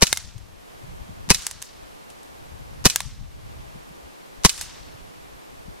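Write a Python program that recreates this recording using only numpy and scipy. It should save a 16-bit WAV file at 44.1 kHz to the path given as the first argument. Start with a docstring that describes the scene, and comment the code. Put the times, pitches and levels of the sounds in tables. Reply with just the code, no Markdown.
"""A gas blowback toy pistol fires four slow shots at a paper target on a wooden rail in open scrubland.
Wind rumble, eddy thumps, hiss and a faint whine run throughout. Each shot: gas bursts and low suction, then
the slide's slam, then bush echoes. The first three pellets crack on the target, ring the rail and rattle the
paper; small bounces follow, and are all that follows the fourth shot. One camera stands by the shooter, one by
the target; their sounds are mixed. The target camera cuts its gain on loud sounds and recovers slowly."""
import sys
import numpy as np
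from scipy import signal
from scipy.fft import rfft, irfft
from scipy.io import wavfile
from scipy.ndimage import uniform_filter1d

SR = 44100
rng = np.random.default_rng(int(sys.argv[2]) if len(sys.argv) > 2 else 0)


def write(x):
    x = np.atleast_2d(x).T
    wavfile.write(sys.argv[1], SR, np.round(np.clip(x, -1, 1) * 32767).astype(np.int16))


N = 255780

# pan_db is left over right throughout
# wind level at the two ports: time_s, left_db, right_db
WIND_LEVELS = [(0, -55, -48), (.3, -38, -45.5), (.55, -41, -50), (.68, -53, -57), (.85, -42, -40.5),
               (1.17, -36.5, -41.5), (1.45, -49, -53.5), (1.801, -44, -49), (2.35, -53.5, -54),
               (2.55, -36.5, -43.5), (2.76, -36.5, -38.5), (2.999, -39, -46), (3.2, -35.5, -42),
               (3.55, -41.5, -41.5), (3.8, -43, -45), (4.172, -57, -53), (4.65, -43.5, -51),
               (5.0, -52, -43), (5.45, -53.5, -57), (5.65, -42.5, -45), (5.8, -55, -54)]
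# wind spectrum: freq_hz, density_db_per_hz
WIND_SPECTRUM = [(15, 0.5), (40, 6), (90, 2.5), (150, -2), (200, -8), (300, -20), (500, -68)]
# single eddies thumping the microphone: center_s, peak_db, freq_hz, half_width_cycles, pan_db
EDDIES = [(0.366, -33.5, 108, 1.06, 14.5), (0.846, -43, 132, 1.2, 11), (1.095, -40.5, 203, 0.87, 1),
          (1.286, -31, 168, 0.61, 7), (3.216, -35.5, 71, 0.44, 15), (3.289, -37, 70, 0.74, 6),
          (3.759, -35.5, 155, 0.55, 8), (3.913, -40.5, 163, 0.92, -2), (4.049, -42.5, 55.8, 0.88, 7),
          (4.951, -40.5, 116, 0.72, -9), (5.684, -35, 168, 0.59, 9)]
# hiss spectrum: freq_hz, density_db_per_hz
HISS_SUM = [(88, -68), (150, -7.5), (186, -5.5), (239, -5), (274, -3), (360, -3), (511, -2), (1200, -5),
            (1300, -8.5), (2720, -9), (13400, -19.5), (15700, -36.5)]
# strong, as the ports are subtracted to widen the image: freq_hz, density_db_per_hz
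HISS_DIFFERENCE = [(88, -23), (150, 0), (179, -1), (315, -0.5), (601, -2.5), (759, -3), (2700, -17.5),
                   (3700, -21.5), (13400, -32), (16000, -86)]
# target camera electronics, before its gain control: freq_hz, peak_db, left_lead_rad
WHINE_TONES = [(10492, -78, .6), (13124, -64, 2.4), (13964, -81, .6)]
# color of bush echoes: freq_hz, level_db
SCRUB_COLOR = [(300, -39), (1000, -9), (2500, -7.5), (5000, -1.5), (5750, 0), (6500, -1.5), (8000, -1.5),
               (12000, -7.5), (16000, -17)]
# left-right likeness of bush echoes: freq_hz, likeness (0-1)
SCRUB_LIKENESS = [(300, 0.55), (1500, 0.95), (3000, 0.69), (7000, 0.092), (15000, 0.23)]
# rail modes: freq_hz, level_db, t60_s (before ring_share)
RAIL_MODES = [(1126, -5, 0.028), (1647, -12, 0.07), (2110, -2.5, 0.058), (2800, -2, 0.025),
              (3640, -2.5, 0.03), (4440, -24, 0.027)]
# color of the paper rattle: freq_hz, level_db
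PAPER_COLOR = [(500, -3), (1200, -7), (3000, -5.5), (6000, -2), (10000, -2), (16000, -23)]
# pellets hitting the target: start_s, crack_db, crack_hz, second_lag_s, second_db, rail_db, rail_place (0-1),
# rattle_db, thud_db, far_crack_db, far_rail_db; second, rail and rattle are relative to the crack
TARGET_STRIKES = [(0.1281, 3.5, 6500, .00137, -3.5, -9.5, 0.27, -7.5, -15.5, -9, -20),
                  (1.4675, -2.5, 7240, 0.00073, -25, -35, 0.15, -15, -36, -16, -32),
                  (2.96, 4, 7840, .0012, -2, -15, 0.19, -12, -37, -11.5, -8)]
# spent pellets and chips near the target: start_s, crack_db, crack_hz, rattle_db (re crack), rattle_t60_s
PELLET_BOUNCES = [(.162, -23, 5370, 10, .02), (0.38, -31, 3500, -5, .036), (1.421, -24, 5000, -7, 0.018),
                  (1.619, -21, 6900, -5, .026), (1.6247, -17, 6700, 2, 0.0093),
                  (2.1017, -41.5, 8200, 0, 0.038), (2.2315, -38.5, 9000, -2.5, .015),
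                  (3.017, -22, 9000, 3, 0.021), (4.5781, -23, 6100, -7.5, 0.045),
                  (4.6114, -21, 6600, 1, 0.042), (4.62, -21.5, 8200, -5, 0.068)]
# shots: blast_s, gas_db, slam_lag_s, slam_db, draught_db (left port), suction_pan_db
SHOT_ROWS = [(.0215, 0, .047, -14.5, -9, 2.5), (1.3018, -0.5, 0.044, -12, -8, 2),
             (2.8539, 0, .0453, -12, -20, 4), (4.4479, 0.5, 0.046, -10.5, 2.5, -5)]
# trigger, valve, muzzle blast, slide flung back, vent, last hiss:
# lag_s (from blast), level_db, rise_s, t60_s, pan_db
GAS_BURSTS = [(-.012, -22, 0.00073, 0.0098, 9.5), (-.0057, -14, 0.0018, 0.041, -7),
              (0, 1.5, .0017, 0.027, 7), (.0068, -2.5, 0.0012, 0.0088, -3.5),
              (0.0102, 2.5, 0.00087, 0.0087, -8.5), (.014, -10.5, .001, 0.031, 2.5)]
# slide slams home, then bounces: lag_s (from slam), level_db (re slam), rise_s, t60_s, pan_db
SLIDE_SLAMS = [(0, 0, 0.00021, 0.022, -2), (.005, -14.5, 0.00037, 0.064, 0)]
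# barrel puff, suction, its slow swing: lag_s (from blast), depth_db, freq_hz, t60_s
PRESSURE_DIPS = [(.0016, -9.5, 395, .03), (.0077, -3, 165, .022), (.0012, -14, 58, .05)]
# gas noise, sum and difference of the ports: freq_hz, density_db_per_hz
GAS_SUM = [(150, -21), (290, -9.5), (500, -3.5), (750, -4), (1050, 1), (1510, -3), (1980, -2), (2260, -2),
           (2500, -3.5), (4660, 1.5), (8830, -7), (12900, -14), (16000, -66)]
GAS_DIFFERENCE = [(290, -38), (500, -1), (1140, -8.5), (1440, -10), (1980, -11), (2810, -6), (3340, -4.5),
                  (4530, -4), (5470, 4.5), (7310, -3), (9920, -3), (16000, -31)]
# slide noise, sum and difference of the ports: freq_hz, density_db_per_hz
METAL_SUM = [(290, -51), (500, -25), (761, -27), (1060, -24), (1870, -12.5), (3810, -3), (4660, -8),
             (5020, -3), (12000, -16.5), (16000, -38)]
METAL_DIFFERENCE = [(290, -84), (500, -54), (1320, -27), (2190, -22), (2890, -8), (3440, -18), (3750, -9),
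                    (4660, -6), (6700, -2), (16000, -23.5)]
# pistol frame modes: freq_hz, level_db, t60_s
FRAME_MODES = [(1130, -13.5, 0.026), (1964, -16.5, 0.051), (2555, -9, 0.051), (3000, -8.5, 0.035),
               (4010, -21, 0.1), (5580, -33, 0.028)]

CARRY_S = .0447  # way from target to shooter, and the offset between the cameras
THUD_HZ, THUD_T60_S, RATTLE_T60_S = 420, .0078, .05
SKIP_S, SKIP_DB, BOUNCE_RAIL_DB, BOUNCE_PLACE = .00128, -9, -14, .33  # place along the rail, 0-1
FAR_PLACE, FAR_HZ, FAR_RATTLE_DB, FAR_T60_S = .506, 6250, -11.5, .022
DRAUGHT_S, DRAUGHT_HZ, DRAUGHT_T60_S = .0029, 190, .014  # vented gas reaches the left port alone
THRESHOLD_DB, RECOVERY_DB_PER_S, SLOPE = -29.5, 46, .7  # recovery before the slope
CLIP_LEVEL, EDGE_HZ = .9, 16200


def amp(db):
    """Gain of a dB value."""
    return 10 ** (np.asarray(db) / 20)


def evened(x):
    """Scaled to rms 1."""
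    return x / np.sqrt(np.mean(x ** 2) + 1e-20)


def read(points, hz):
    """A table read on a log-frequency axis."""
    f, value = np.transpose(points)
    return np.interp(np.log(hz + 1), np.log(f + 1), value)


def add(mix, s, sound):
    """Mixes a sound in at s seconds."""
    part = mix[..., round(s * SR):][..., :sound.shape[-1]]
    part += sound[..., :part.shape[-1]]


def sides(pan_db):
    """Left and right gains."""
    return amp([[pan_db / 2], [-pan_db / 2]])


def pair_noise(size, mid, side, side_db, tied):
    """Noise at two close ports: the difference runs a quarter turn behind the sum as far as it is tied to it."""
    hz = np.fft.rfftfreq(size, 1 / SR)
    a, b = rfft(rng.standard_normal((2, size)))
    total = a * amp(read(mid, hz))
    mixed = tied * a + np.sqrt(1 - tied ** 2) * b
    gap = -1j * mixed * amp(read(side, hz) + side_db)
    return evened(irfft(np.array([total + gap, total - gap]), size))


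def ring(modes, size):
    """Impulse response of a set of modes: decaying sines."""
    t = np.arange(size) / SR
    return sum(amp(db - 60 * t / t60) * np.sin(2 * np.pi * hz * t) for hz, db, t60 in modes)


def wind():
    """Lumpy low rumble, mostly separate at each port and a little opposed."""
    hz = np.fft.rfftfreq(N, 1 / SR)
    s, *levels_db = np.transpose(WIND_LEVELS)
    left, other = irfft(rfft(rng.standard_normal((2, N))) * amp(read(WIND_SPECTRUM, hz)), N)
    right = other - .62 * left
    lumps = uniform_filter1d(uniform_filter1d(rng.standard_normal((2, N)), 1500), 1500)
    rumble = np.array([evened(left), evened(right)]) * amp(4.6 * evened(lumps))
    return evened(rumble) * amp([np.interp(np.arange(N) / SR, s, db) for db in levels_db])


def eddy_thumps():
    """Each eddy is a short low wave packet, its phase slightly different at each port."""
    out, t = np.zeros((2, N)), np.arange(-2000, 2000) / SR
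    for s, db, hz, cycles, pan_db in EDDIES:
        phase_cycles = rng.random((2, 1)) * .089
        packet = np.cos(2 * np.pi * (hz * t + phase_cycles)) * np.exp(-(t * hz / cycles) ** 2)
        add(out, s + t[0], amp(db) * packet * sides(pan_db))
    return out


def electronic_whine():
    """Steady high sines; the left port leads in phase."""
    t = np.arange(N) / SR
    return sum(amp(db) * np.sin(2 * np.pi * hz * t + np.array([[lead], [0]])) for hz, db, lead in WHINE_TONES)


def echoes(x, db, t60, onset, air_hz):
    """Scattering off countless leaves: the sound's energy returns as noise that builds up and dies, treble first."""
    hop = 64
    frames, hz, t = N // hop + 4, np.fft.rfftfreq(256, 1 / SR)[:, None], np.arange(700) * hop / SR
    energy = np.bincount(np.arange(N) // hop, (x ** 2).mean(0), frames)
    fade_s = t60 / (1 + (hz / air_hz) ** 2)  # air eats the treble
    buildup = 1 - np.exp(-(t / onset) ** 2)
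    shape = (amp(read(SCRUB_COLOR, hz) - 60 * t / fade_s) * buildup) ** 2
    power = signal.fftconvolve(energy[None], shape / shape.sum(), axes=1)[:, :frames]
    a, b, c, d, clumps = rng.standard_normal((frames, len(hz), 5)).T
    clumps = uniform_filter1d(clumps, size=20, axis=0)
    clumps = evened(uniform_filter1d(clumps, size=6, axis=1))  # single bushes stand out
    same = read(SCRUB_LIKENESS, hz)
    left = a + 1j * b
    right = same * left + np.sqrt(1 - same ** 2) * (c + 1j * d)
    bins = np.array([left, right]) * np.sqrt(abs(power)) * amp(2.5 * clumps)
    return amp(db) * signal.istft(bins, nperseg=256, noverlap=192)[1][:, :N]


def rail_ring(place, ring_share, size):
    """Rail modes; a blow near a node of a mode leaves that mode quiet."""
    rail = np.zeros(size)
    for k, (hz, db, t60) in enumerate(RAIL_MODES):
        coupling = abs(np.sin(np.pi * (k + 1) * place))
        rail += coupling * ring([(hz, db, ring_share * t60)], size)
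    return rail


def strikes(rows, ring_share):
    """One-cycle crack, second contact, ringing rail and paper rattle; so small a pellet makes no bass."""
    out, t, lead_s = np.zeros((2, N)), np.arange(3000) / SR, 8 / SR
    for s, db, hz, later, second_db, rail_db, place, rattle_db, t60 in rows:
        u = np.pi * hz * (t - lead_s)
        crack = (1 - 2 * u ** 2 - 1.48 * u) * np.exp(-u ** 2)
        noise = pair_noise(len(t), PAPER_COLOR, PAPER_COLOR, side_db=-4.5, tied=.17)
        rattle = amp(rattle_db - 60 * t / t60) * noise
        hit = crack + amp(rail_db) * rail_ring(place, ring_share, len(t))
        add(out, s - lead_s, amp(db) * (hit + rattle))
        add(out, s - lead_s + later, amp(db + second_db) * hit)
    return signal.sosfilt(signal.butter(3, 850, "high", fs=SR, output="sos"), out)


def far_hits():
    """The hard strikes after their way back to the shooter; from there the rail sounds drier."""
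    rows = [(s + CARRY_S, far_db, FAR_HZ, later, second_db, rail_db, FAR_PLACE, FAR_RATTLE_DB, FAR_T60_S)
            for s, _, _, later, second_db, *_, far_db, rail_db in TARGET_STRIKES]
    return strikes(rows, ring_share=.6)


def near_hits():
    """Strikes and bounces right by the target camera; a hard strike also thuds the rail's post."""
    hard = [(*row[:8], RATTLE_T60_S) for row in TARGET_STRIKES]
    soft = [(s, db, hz, SKIP_S, SKIP_DB, BOUNCE_RAIL_DB, BOUNCE_PLACE, rattle_db, t60)
            for s, db, hz, rattle_db, t60 in PELLET_BOUNCES]
    thuds = np.zeros((2, N))
    for row in TARGET_STRIKES:
        add(thuds, row[0], ring([(THUD_HZ, row[8], THUD_T60_S)], size=1000))
    return strikes(hard + soft, ring_share=1) + thuds


def gain_control(heard):
    """Level over a threshold turns the gain down: quick fall, slow recovery."""
    power = uniform_filter1d((heard ** 2).mean(0), size=100, origin=45)
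    power_db = 10 * np.log10(abs(power) + 1e-12)
    recovery_db = np.arange(N) / SR * RECOVERY_DB_PER_S
    held_db = np.maximum.accumulate(power_db + recovery_db) - recovery_db
    over_db = np.maximum(held_db - THRESHOLD_DB, 0)
    return heard / amp(SLOPE * uniform_filter1d(over_db, 260, origin=120))


def knocks(rows, noise, ring_db, sputter_db):
    """Sputtering noise under a quick rise and decay for each row; the pistol frame rings along."""
    envelope, t = np.zeros((2, N)), np.arange(4000) / SR
    for s, db, rise, t60, pan_db in rows:
        add(envelope, s, amp(db - 60 * t / t60) * (1 - np.exp(-t / rise)) * sides(pan_db))
    sputter = evened(uniform_filter1d(rng.standard_normal(N), size=14))
    out = envelope * noise * evened(amp(sputter_db * sputter))
    frame = signal.oaconvolve(out.mean(0), ring(FRAME_MODES, size=3000))[:N]
    return out + amp(ring_db) * frame


def gas_bursts():
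    """Gas released at each stage of the firing cycle."""
    rows = [(s + lag, gas_db + db, *rest)
            for s, gas_db, *_ in SHOT_ROWS for lag, db, *rest in GAS_BURSTS]
    noise = pair_noise(N, GAS_SUM, GAS_DIFFERENCE, side_db=2, tied=.66)
    return knocks(rows, noise, ring_db=-28.5, sputter_db=2.5)


def slide_slams():
    """The metal slide slams home and bounces."""
    rows = [(s + home + lag, slam_db + db, *rest)
            for s, _, home, slam_db, *_ in SHOT_ROWS for lag, db, *rest in SLIDE_SLAMS]
    noise = pair_noise(N, METAL_SUM, METAL_DIFFERENCE, side_db=1.5, tied=.48)
    return knocks(rows, noise, ring_db=-28, sputter_db=2)


def suction():
    """Low decaying swings that dip first, plus the draught on the left port."""
    low = np.zeros((2, N))
    for s, *_, draught_db, pan_db in SHOT_ROWS:
        for lag, db, hz, t60 in PRESSURE_DIPS:
            add(low, s + lag, -ring([(hz, db, t60)], size=4000) * sides(pan_db))
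        add(low[0], s + DRAUGHT_S, -ring([(DRAUGHT_HZ, draught_db, DRAUGHT_T60_S)], size=4000))
    return low


def pistol():
    """Each shot runs the same cycle: gas bursts, metal slams and low suction."""
    return gas_bursts() + slide_slams() + suction()


def target_camera(shots):
    """Near strikes, distant shots, their echoes and self-noise, all through the gain control."""
    hits = near_hits()
    heard = hits + echoes(hits, db=-24.5, t60=.58, onset=.0034, air_hz=11500)
    heard = heard + amp(-18.5) * shots + echoes(shots, db=-40.5, t60=1.4, onset=.095, air_hz=8300)
    hiss = amp(-44) * pair_noise(N, HISS_SUM, HISS_DIFFERENCE, side_db=11, tied=0)
    return gain_control(heard + hiss + electronic_whine())


def shooter_camera(shots):
    """Near shots with their echoes, far strikes and a fainter hiss."""
    hiss = amp(-56.5) * pair_noise(N, HISS_SUM, HISS_SUM, side_db=-5.5, tied=0)
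    return shots + echoes(shots, db=-37.5, t60=.82, onset=.012, air_hz=12000) + far_hits() + hiss


def scene():
    """Both cameras mixed, with the wind on top."""
    shots = pistol()
    return shooter_camera(shots) + target_camera(shots) + wind() + eddy_thumps()


def record(dry):
    """Peaks clip at CLIP_LEVEL, then a band limit and a full-scale clip."""
    edge = signal.firwin(511, EDGE_HZ, window=("kaiser", 9), fs=SR)[None]
    limited = signal.oaconvolve(np.clip(dry, -CLIP_LEVEL, CLIP_LEVEL), edge, "same")
    return np.clip(limited, -1, 1)


dry = scene()
out = record(dry)
write(out)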